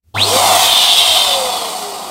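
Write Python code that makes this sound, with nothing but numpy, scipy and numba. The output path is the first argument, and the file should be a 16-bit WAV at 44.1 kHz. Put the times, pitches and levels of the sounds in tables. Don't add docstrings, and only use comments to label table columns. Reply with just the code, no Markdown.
import sys
import numpy as np
from scipy import signal
from scipy.fft import rfft, irfft
from scipy.io import wavfile
from numba import njit

SR = 44100
rng = np.random.default_rng(int(sys.argv[2]) if len(sys.argv) > 2 else 0)


def persist_wave(psi):
    counts = np.round(np.clip(psi, -1, 1) * 32767).astype(np.int16)
    wavfile.write(sys.argv[1], SR, np.atleast_2d(counts).T)


N = 92610
TIME = np.arange(N) / SR

# time in seconds, turns per second.
SHAFT_SPEED = [(.14, 30), (.155, 85), (.18, 190), (.225, 325), (.27, 415), (.35, 519), (.45, 605),
               (.6, 665), (.8, 705), (.98, 718), (1.05, 683), (1.2, 612), (1.3, 563), (1.43, 518),
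               (1.56, 481), (1.7, 446), (1.85, 411), (2.1, 365)]
# time in seconds, level in dB.
ROTOR_LEVEL = [(.15, -28), (.24, -36.5), (.28, -23), (.36, -18), (.45, -26), (.7, -27.5), (.95, -23),
               (1.17, -34), (1.28, -26.5), (1.46, -22.5), (1.56, -34.5), (1.82, -38), (2.1, -42)]
OVERTONE_LEVEL = [(.15, -36), (.3, -35), (.6, -36), (1.3, -35), (1.48, -33), (1.62, -33.5), (1.73, -44.5),
                  (1.85, -54), (2.1, -58)]
WHINE_LEVEL = [(.14, -26), (.175, -20), (.195, -16), (.21, -12.5), (.228, -4.5), (.245, -16.5),
               (.265, -25.5), (.315, -25), (.36, -34), (.6, -60)]
HUM_LEVEL = [(.14, -24), (.18, -23), (.25, -28.5), (.4, -34.5), (.56, -34), (.61, -44), (.95, -51),
             (1.05, -70)]
OVERTONE_MULTIPLES = [3, 7, 9]
WHINE_MULTIPLES = [10, 11, 12, 13, 24]
OVERTONES_DB = [-17, 2.5, 0.5]
WHINE_TONES_DB = [-26, -0.5, 3, -28, -21]
HUM_TONES_DB = [-3, -15, -18]

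# time in seconds, level in dB.
INTAKE_LEVEL = [(.15, -33.5), (.33, -24.5), (.5, -31), (.75, -39), (1.2, -37.5), (1.5, -33.5), (2.1, -36.5)]
ROAR_LEVEL = [(.15, -21), (.24, -19.5), (.33, -15.5), (.42, -12), (.52, -10.5), (.62, -14.5), (.72, -18),
              (1.0, -20), (1.25, -19), (1.5, -19), (1.8, -25), (2.1, -25.5)]
NOZZLE_LEVEL = [(.15, -24), (.32, -19.5), (.55, -18.5), (.69, -10.5), (.9, -9.5), (1.08, -11.5), (1.2, -13),
                (1.33, -15.5), (1.41, -29), (1.6, -27), (1.78, -39.5), (2.1, -40.5)]
HISS_LEVEL = [(0.15, -42.5), (0.214, -25), (0.226, -28.5), (0.306, -20), (0.648, -18), (0.698, -22),
              (0.97, -19.5), (0.98, -17.5), (1.05, -22), (1.062, -18.5), (2.1, -34.5)]
JET_LEVEL = [(.15, -50), (.3, -26), (.52, -21), (.66, -19.5), (.78, -24.5), (1.0, -28.5), (1.28, -28.5),
             (1.45, -43), (2.1, -51)]
RUMBLE_LEVEL = [(.02, -85), (.04, -58), (.09, -49), (.45, -51), (.8, -57), (1.1, -44.5), (1.45, -48),
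                (1.8, -60), (2.1, -58)]
# frequency in Hz, relative level in dB.
INTAKE_SPECTRUM = [(110, -35), (135, -14), (160, -3), (200, -0.5), (260, -1.5), (310, -3.5), (355, -2.5),
                   (420, 2), (600, 3), (900, -23)]
ROAR_SPECTRUM = [(130, -52), (250, -20), (400, -18.5), (520, -11), (620, -8), (720, 2.5), (860, -1.5),
                 (1020, -1.5), (1250, -6), (1550, -19.5), (2200, -40)]
NOZZLE_SPECTRUM = [(1800, -55), (2500, -14.5), (3100, -4.5), (3520, -4), (3850, -2.5), (4200, -10.5),
                   (5200, -17.5), (7000, -40)]
HISS_SPECTRUM = [(1000, -21), (1750, -10.5), (2100, -1), (2400, -4.5), (3300, -1), (4600, 0), (6000, -1),
                 (7200, -2), (8600, 2), (9800, -3.5), (11500, -8), (13500, -8.5), (16000, -15.5)]
JET_SPECTRUM = [(400, -8), (1300, 5.5), (1700, -1.5), (2080, 6), (2500, 3.5), (5000, -4.5), (10000, 2.5),
                (13000, -1.5), (16000, -3.5)]
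RUMBLE_SPECTRUM = [(15, -55), (30, -38), (42, -25), (58, -7), (86, 4.5), (120, -20), (300, -27),
                   (1000, -42), (16000, -43)]
# pitch in Hz, rough width in Hz, relative level in dB.
ROAR_PEAKS = [(740.2, 15, 0), (692.5, 36, 0), (1017, 27, -5), (1129.5, 28, -12.5)]
SHRILL_PEAKS = [(2757, 24, -15), (3155, 52, -4), (3450, 26, -3), (3523, 38, -1), (3623, 33, -1.5),
                (3890, 56, -12)]
HISS_PEAKS = [(4470, 140, -2.5), (4710, 120, -7), (7500, 90, -4), (8070, 80, -4.5), (8580, 180, -0.5),
              (12650, 120, -7), (13500, 300, -12)]

# time in seconds, volume in litres.
BALLOON_LITRES = [(.14, .75), (.6, 3.58), (1.0, 6.0), (1.3, 7.4), (1.6, 8.2), (2.1, 8.6)]
WAVES_AROUND_BALLOON = [3.34, 4.51, 5.65, 6.76, 7.85, 8.93, 10.17, 11.33]

SWITCH_ON_S, FADE_IN_S = 0.14, 0.018
HUM_HZ = 100


def motor():
    angle = shaft_angle(jitter=.002)
    rotor = from_db(curve(ROTOR_LEVEL) + 2.8 * drift(36)) * np.sin(angle)
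    upper_tones = sum(from_db(db + 1.2 * drift(16)) * np.sin(k * angle)
                      for k, db in zip(OVERTONE_MULTIPLES, OVERTONES_DB))
    overtones = from_db(curve(OVERTONE_LEVEL)) * upper_tones
    contact_angle = shaft_angle(jitter=.0174)
    whine_tones = sum(from_db(db + 2.0 * drift(150)) * np.sin(k * contact_angle)
                      for k, db in zip(WHINE_MULTIPLES, WHINE_TONES_DB))
    current = 1 - .62 * np.cos(2 * np.pi * HUM_HZ * (TIME - SWITCH_ON_S))
    whine = from_db(curve(WHINE_LEVEL)) * rms_one(current * whine_tones)
    return np.sqrt(2) * (rotor + overtones) + whine


def shaft_angle(jitter):
    speed = curve(SHAFT_SPEED) * (1 + jitter * drift(88))
    return 2 * np.pi * np.cumsum(speed) / SR


def mains_hum():
    tones = sum(from_db(db + 0.85 * drift(6.4)) * np.sin(2 * np.pi * HUM_HZ * k * TIME)
                for k, db in enumerate(HUM_TONES_DB, start=1))
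    return from_db(curve(HUM_LEVEL)) * rms_one(tones)


def airflow():
    intake = from_db(curve(INTAKE_LEVEL)) * noise(INTAKE_SPECTRUM)
    roar = air_rush(ROAR_LEVEL, ROAR_SPECTRUM, ROAR_PEAKS, noise_db=-3, peaks_db=-7)
    shrill = air_rush(NOZZLE_LEVEL, NOZZLE_SPECTRUM, SHRILL_PEAKS, noise_db=-6, peaks_db=-8)
    hiss = air_rush(HISS_LEVEL, HISS_SPECTRUM, HISS_PEAKS, noise_db=-.59, peaks_db=-7.5)
    jet = from_db(curve(JET_LEVEL)) * noise(JET_SPECTRUM)
    flutter_db = .73 * drift(108)
    surge_db = .5 * drift(19)
    return (intake + roar + balloon_hollow(shrill + hiss + jet)) * from_db(flutter_db + surge_db)


def air_rush(level, spectrum, peaks, noise_db, peaks_db):
    broad = from_db(noise_db) * noise(spectrum)
    narrow = from_db(peaks_db) * narrow_noise(peaks)
    return from_db(curve(level)) * (broad + narrow)


def balloon_hollow(blown_air, width_hz=110, ring_gain=1.25, sound_m_per_s=343):
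    volume_m3 = curve(BALLOON_LITRES) / 1000
    radius_m = np.cbrt(3 * volume_m3 / (4 * np.pi))
    decay = np.exp(-np.pi * width_hz / SR)
    ring = sum(moving_resonance(blown_air, waves * sound_m_per_s / radius_m / SR, decay)
               for waves in WAVES_AROUND_BALLOON)
    return blown_air + ring_gain * ring


def balloon_flap(start_s=.346, rise_s=.0067, fall_s=.02, pitch_hz=277, width_hz=94, level_db=-20):
    age = TIME - start_s
    rise = np.clip(age / rise_s, 0, 1)
    fall = np.exp(-(np.maximum(age - rise_s, 0) / fall_s) ** 2)
    return from_db(level_db) * rise * fall * narrow_noise([(pitch_hz, width_hz, 0)])


def room(sound, first_echo_s=.0059, fade_60_db_s=.13, echo_db=-9.5):
    t = TIME[:SR // 2]
    tail = rng.standard_normal(len(t)) * from_db(-60 * t / fade_60_db_s) * (t > first_echo_s)
    echoes = signal.fftconvolve(sound, tail / np.linalg.norm(tail))[:N]
    echo_gain = from_db(echo_db)
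    return (sound + echo_gain * echoes) / np.sqrt(1 + echo_gain ** 2)


def rumble():
    return from_db(curve(RUMBLE_LEVEL)) * noise(RUMBLE_SPECTRUM)


def from_db(db):
    return 10 ** (np.asarray(db) / 20)


def rms_one(x):
    return x / np.sqrt(np.mean(x ** 2) + 1e-20)


def curve(rows):
    return np.interp(TIME, *np.transpose(rows))


def drift(rate_hz):
    decay = np.exp(-2 * np.pi * rate_hz / SR)
    wobble = signal.lfilter([1], [1, -2 * decay, decay * decay], rng.standard_normal(N + SR))
    return rms_one(wobble)[SR:]


def noise(spectrum):
    hz, db = np.transpose(spectrum)
    bin_hz = np.maximum(np.fft.rfftfreq(N, 1 / SR), 1)
    gains = from_db(np.interp(np.log(bin_hz), np.log(hz), db))
    return rms_one(irfft(rfft(rng.standard_normal(N)) * gains, N))


def narrow_noise(peaks):
    total = 0
    for hz, width_hz, db in peaks:
        decay = np.exp(-np.pi * 1.5 * width_hz / SR)
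        band = [1, 0, -1, 1, -2 * decay * np.cos(2 * np.pi * hz / SR), decay * decay]
        total += from_db(db) * rms_one(signal.sosfilt([band, band], rng.standard_normal(N)))
    return rms_one(total)


@njit
def moving_resonance(x, radians_per_sample, decay):
    band, state = np.zeros(len(x)), 0j
    for i in range(len(x)):
        state = state * decay * np.exp(1j * radians_per_sample[i]) + (1 - decay) * x[i]
        band[i] = 2 * state.real
    return band


def scene():
    fade_in = np.clip((TIME - SWITCH_ON_S) / FADE_IN_S, 0, 1)
    background = rumble()
    pump = fade_in * (motor() + airflow())
    return (room(pump + balloon_flap()) + fade_in * mains_hum() + background)[None]


def record(dry, ceiling=.96, cutoff_hz=15750):
    rounded = dry / (1 + (dry / ceiling) ** 4) ** (1 / 4)
    low_pass = signal.ellip(12, .1, 80, cutoff_hz, fs=SR, output="sos")
    return signal.sosfilt(low_pass, rounded)


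dry = scene()
out = record(dry)
persist_wave(out)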